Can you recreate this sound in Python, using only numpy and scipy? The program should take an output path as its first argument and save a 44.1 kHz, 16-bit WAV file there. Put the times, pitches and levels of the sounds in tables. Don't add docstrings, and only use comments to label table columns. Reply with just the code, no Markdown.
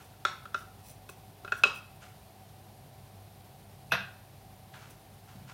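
import sys
import numpy as np
from scipy import signal
from scipy.fft import rfft, irfft
from scipy.io import wavfile

SR = 44100
rng = np.random.default_rng(int(sys.argv[2]) if len(sys.argv) > 2 else 0)


def file_out(sig):
    cols = np.atleast_2d(sig).T
    lim = np.clip(cols, -1, 1)
    pcm = np.round(lim * 32767).astype(np.int16)
    wavfile.write(sys.argv[1], SR, pcm)


N = 243873
T = np.arange(N) / SR
RING_T = T[:SR * 3 // 4]


def undb(db):
    return 10 ** (np.asarray(db) / 20)


def add(out, start_s, sound):
    i = max(int(start_s * SR), 0)
    out[i:i + len(sound)] += sound[:N - i]


def noise(spectrum, size=N):
    hz, db = np.transpose(spectrum)
    bins_hz = np.maximum(np.fft.rfftfreq(size, 1 / SR), 1)
    gain = undb(np.interp(np.log(bins_hz), np.log(hz), db))
    x = irfft(rfft(rng.standard_normal(size)) * gain, size)
    return x / x.std()


def waver(rate_hz):
    return np.clip(noise([(rate_hz, 0), (2 * rate_hz, -40), (20 * rate_hz, -200)]), -2, 2)


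def ring(modes, bright_hz=SR):
    return sum(undb(db) / np.hypot(1, (hz / bright_hz) ** 2) * np.sin(2 * np.pi * hz * RING_T)
               * np.exp(-np.log(1000) * RING_T / t60) for hz, db, t60 in modes)


def contact(rise_s):
    return 1 - np.exp(-(RING_T / rise_s) ** 2)


def crack(spectrum, fade_s):
    return noise(spectrum, size=len(RING_T)) * np.exp(-RING_T / fade_s)


def friction(strokes, spectrum, grain_db):
    force = sum(undb(db) * np.exp(np.where(T < peak, -((T - peak) / rise) ** 2, (peak - T) / fade))
                for peak, rise, fade, db in strokes)
    catch = np.interp(T, T[::100], rng.standard_normal(len(T[::100])))
    return force * undb(grain_db * catch) * noise(spectrum)


# frequency_hz, relative_db
FLAME_SPECTRUM = [(25, -42), (34, -30), (48, -4), (85, 0), (125, 0), (190, -5), (300, -12), (390, -11),
                  (480, -13), (900, -13), (1300, -21), (4200, -22.5), (6500, -28), (16000, -29.5)]
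# pitch_hz, width_hz, level_db
BURNER_RESONANCES = [(137, 10, -62), (598, 22, -72), (672, 14, -71), (755, 32, -62.5), (9600, 180, -73.5),
                     (11600, 280, -74.5), (13250, 320, -76.5), (14200, 200, -76.5)]
def burner():
    flame = undb(-56) * noise(FLAME_SPECTRUM)
    for hz, width_hz, db in BURNER_RESONANCES:
        band = signal.lfilter(*signal.iirpeak(hz, hz / width_hz, fs=SR), rng.standard_normal(N))
        flame += undb(db) * band / band.std()
    return undb(.5 * waver(rate_hz=22)) * flame


# pitch_hz, level_db
HUM_PARTIALS = [(50, -72), (100, -59), (199.5, -70), (400, -75)]
def mains_hum():
    hum = sum(undb(db) * np.sqrt(2) * np.sin(2 * np.pi * (hz * T + rng.random()))
              for hz, db in HUM_PARTIALS)
    return undb(1.3 * waver(rate_hz=5.5)) * hum


# peak_s, fade_s, level_db
SLIDE_STROKES = [(.01, .035, -57), (2.03, 0.055, -52.5), (4.755, 0.086, -54.5), (4.83, 0.053, -58.5),
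                 (5.291, 0.1, -58.5), (5.495, 0.055, -52)]
# frequency_hz, relative_db
SLIDE_SPECTRUM = [(150, -12), (400, -14), (900, -4.5), (1150, -6.5), (1380, 0), (1800, -8.5), (2600, -8),
                  (4000, -16), (7000, -16.5), (15000, -34)]
def slides():
    rise_s = .017
    strokes = [(peak_s, rise_s, fade_s, db) for peak_s, fade_s, db in SLIDE_STROKES]
    return friction(strokes, SLIDE_SPECTRUM, grain_db=2.2)


# peak_s, rise_s, level_db
WIPE_STROKES = [(.06, .03, -61), (.60, .02, -56), (0.906, .06, -53), (1.092, .002, -48), (1.58, .01, -49.5),
                (1.765, .02, -54), (4.905, .005, -56)]
# frequency_hz, relative_db
WIPE_SPECTRUM = [(200, -4.5), (400, -0.5), (1500, -18), (4500, -5.5), (7000, -2), (10000, -2), (16000, 0)]
# pitch_hz, relative_db, t60_s
KNOCK_MODES = [(400, -27, .045), (600, -24, .035), (880, -16, .012), (1040, -12, .016), (1190, -7, .016),
               (1418, 0, .024), (1545, -11, .035), (1710, -14, .022), (1977, -21, .012), (3570, -17, .02),
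               (4100, -16, .016), (5200, -28, .009), (6250, -25, .012)]
# pitch_hz, relative_db, t60_s
BOWL_MODES = [(2390, -14, .03), (2572, 0, .035), (2830, -10, .03), (3050, -16, .02), (3420, -15, .022),
              (4170, -24, .018), (4870, -31, .014), (5930, -26, .018), (6075, -23, .035), (8300, -31, .012),
              (9480, -28, .014), (10600, -27, .018)]
def wipes():
    fade_s, tilt_db_per_octave = .017, 12.5
    strokes = [(peak_s, rise_s, fade_s, db) for peak_s, rise_s, db in WIPE_STROKES]
    rub = friction(strokes, WIPE_SPECTRUM, grain_db=3.5)
    body = ring([(hz, db + tilt_db_per_octave * np.log2(hz), t60)
                 for hz, db, t60 in KNOCK_MODES + BOWL_MODES])
    ringing = signal.fftconvolve(rub, body / np.linalg.norm(body))[:N]
    return rub + undb(-2.5) * ringing


# start_s, knock_db, bowl_db, brightness_hz, grip_pitch_ratio
SPATULA_TAPS = [(.137, -47, -60, 6000, 0.99), (0.2505, -6, -33, 5860, 0.95),
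                (0.4542, -25.5, -56, 3280, 0.95), (.5440, -11, -32.5, 3000, 0.97),
                (1.09, -33.5, -39, 8000, 1.04), (1.4469, -25, -48.5, 5000, 0.97),
                (1.4770, -24.5, -36, 3000, 1.01), (1.5204, -7, -20.5, 2680, 1.03),
                (1.6353, -5, -3.5, 6033, 1.01)]
# frequency_hz, relative_db
CRACK_SPECTRUM = [(150, -22), (400, -6), (900, 1), (1900, -2), (2600, -4), (3500, -3), (5000, -10),
                  (6500, -9), (9000, -20), (16000, -30)]
def taps():
    tones, cracks = np.zeros(N), np.zeros(N)
    for start_s, knock_db, bowl_db, bright_hz, grip in SPATULA_TAPS:
        knock = undb(knock_db) * ring([(hz * grip, db, t60) for hz, db, t60 in KNOCK_MODES], bright_hz)
        bowl = undb(bowl_db) * ring(BOWL_MODES, bright_hz)
        add(tones, start_s, contact(rise_s=.0018) * (knock + bowl))
        force = np.hypot(undb(knock_db), undb(bowl_db))
        hardness = undb(-18.5 + 6 * np.log2(bright_hz / 4390))
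        burst = contact(rise_s=.0007) * crack(CRACK_SPECTRUM, fade_s=.0026)
        add(cracks, start_s, force * hardness * burst)
    return tones, cracks


# start_s, level_db, brightness_hz
PAN_BLOWS = [(1.092, -32.5, 850), (1.444, -30, 700), (1.6519, -19.5, 1500), (1.6591, -28, 650)]
# pitch_hz, relative_db, t60_s
PAN_MODES = [(295, -15, 0.046), (388, -4.5, 0.03), (600, -4.5, 0.022), (847, -2, 0.0057), (1090, 1, 0.034)]
WORKTOP_MODES = [(92, -12, 0.09), (132, -3, .12), (190.5, -5, 0.17), (340, -26.5, 0.037)]
def pan_knocks():
    out = np.zeros(N)
    thump = undb(-24.5) * ring(WORKTOP_MODES)
    for start_s, db, bright_hz in PAN_BLOWS:
        add(out, start_s, undb(db) * contact(rise_s=.0032) * (ring(PAN_MODES, bright_hz) + thump))
    return out


def rocking(count, gap_ratio=.74, loss_db=5):
    turns = np.arange(count)
    gaps_s = .0185 * gap_ratio ** turns
    return zip(np.cumsum(gaps_s) - gaps_s[0], undb(-loss_db * turns))


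# start_s, counter_db, bowl_db, brightness_hz
LANDINGS = [(3.9109, -62, -34, 3600), (3.9189, -17, -19, 5460), (4.737, -43.5, -61, 1500)]
# pitch_hz, relative_db, t60_s
COUNTER_MODES = [(400, -22, .06), (480, -17, .07), (662, -14, .07), (935, -12, .05), (1055, -16, .04),
                 (1310, -11, .03), (1450, -4, .04), (1535, -7, .035), (1720, -5, .03), (1990, -11, .025),
                 (3320, -13, .018), (3880, -13, .016)]
# frequency_hz, relative_db
CLATTER_SPECTRUM = [(100, -12), (450, -9), (1100, -2), (1600, 5), (2100, -3), (3700, -5), (5000, -14),
                    (6300, -19), (7400, -35), (8800, -29), (16000, -40)]
# pitch_hz, relative_db, t60_s
FOOT_MODES = [(11400, -40, 0.11), (11640, -55, .06)]
def set_downs():
    knocks, thumps = np.zeros(N), np.zeros(N)
    for start_s, counter_db, bowl_db, bright_hz in LANDINGS:
        bowl = undb(bowl_db) * ring(BOWL_MODES, bright_hz)
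        for delay_s, gain in rocking(count=5):
            clatter = undb(-7.5) * crack(CLATTER_SPECTRUM, fade_s=.013)
            counter = undb(counter_db) * (undb(-2) * ring(COUNTER_MODES, bright_hz) + clatter)
            add(knocks, start_s + delay_s, gain * contact(rise_s=.0016) * (counter + bowl))
        add(thumps, start_s, undb(counter_db - 6.5) * contact(rise_s=.019) * ring(WORKTOP_MODES))
    foot_s = LANDINGS[1][0]
    add(knocks, foot_s, ring(FOOT_MODES))
    return undb(3) * knocks + thumps + undb(-6) * reverb(knocks + thumps, build_s=.0047)


# start_s, level_db
HAND_BUMPS = [(5.353, -38.5), (5.407, -43), (5.461, -43.5)]
def bumps():
    out = np.zeros(N)
    for start_s, db in HAND_BUMPS:
        add(out, start_s, undb(db) * contact(rise_s=.002) * ring(WORKTOP_MODES))
    return out


# delay_s, gain
REFLECTIONS = [(.00503, .3), (.0152, .13), (.031, .08)]
def echoes(x):
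    return sum(gain * np.interp(T - delay_s, T, x, left=0) for delay_s, gain in REFLECTIONS)


# frequency_hz, t60_s
KITCHEN_DECAY = [(125, .4), (500, 0.33), (1400, 0.52), (2600, 0.38), (6000, 0.44), (14000, 0.033)]
def reverb(x, build_s):
    hz, t60 = np.transpose(KITCHEN_DECAY)
    octave = np.log2(np.clip(np.fft.rfftfreq(len(RING_T), 1 / SR), 125, 16000))
    phases = np.exp(2j * np.pi * rng.random(len(octave)))
    tail = np.zeros(len(RING_T))
    for centre_hz in 125 * 2 ** np.arange(8):
        band = irfft(phases * np.maximum(1 - abs(octave - np.log2(centre_hz)), 0), len(RING_T))
        band_t60 = np.interp(np.log(centre_hz), np.log(hz), t60)
        tail += band * np.exp(-np.log(1000) * RING_T / band_t60)
    tail *= contact(build_s)
    return signal.fftconvolve(x, tail / np.linalg.norm(tail))[:N]


def scene():
    tones, cracks = taps()
    tones += pan_knocks()
    direct = tones + cracks
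    diffuse = reverb(undb(-15) * tones + undb(-5.5) * cracks, build_s=.007)
    knocks = direct + echoes(direct) + diffuse + set_downs()
    handling = wipes() + slides() + bumps()
    handling += undb(-12.5) * reverb(handling, build_s=.01)
    return (burner() + mains_hum() + knocks + handling)[None]


def record(dry):
    bottom_hz, top_hz = 42, 15850
    lean = signal.sosfilt(signal.butter(6, bottom_hz, "high", fs=SR, output="sos"), dry)
    return signal.sosfilt(signal.ellip(10, .2, 70, top_hz, fs=SR, output="sos"), lean)


dry = scene()
out = record(dry)
file_out(out)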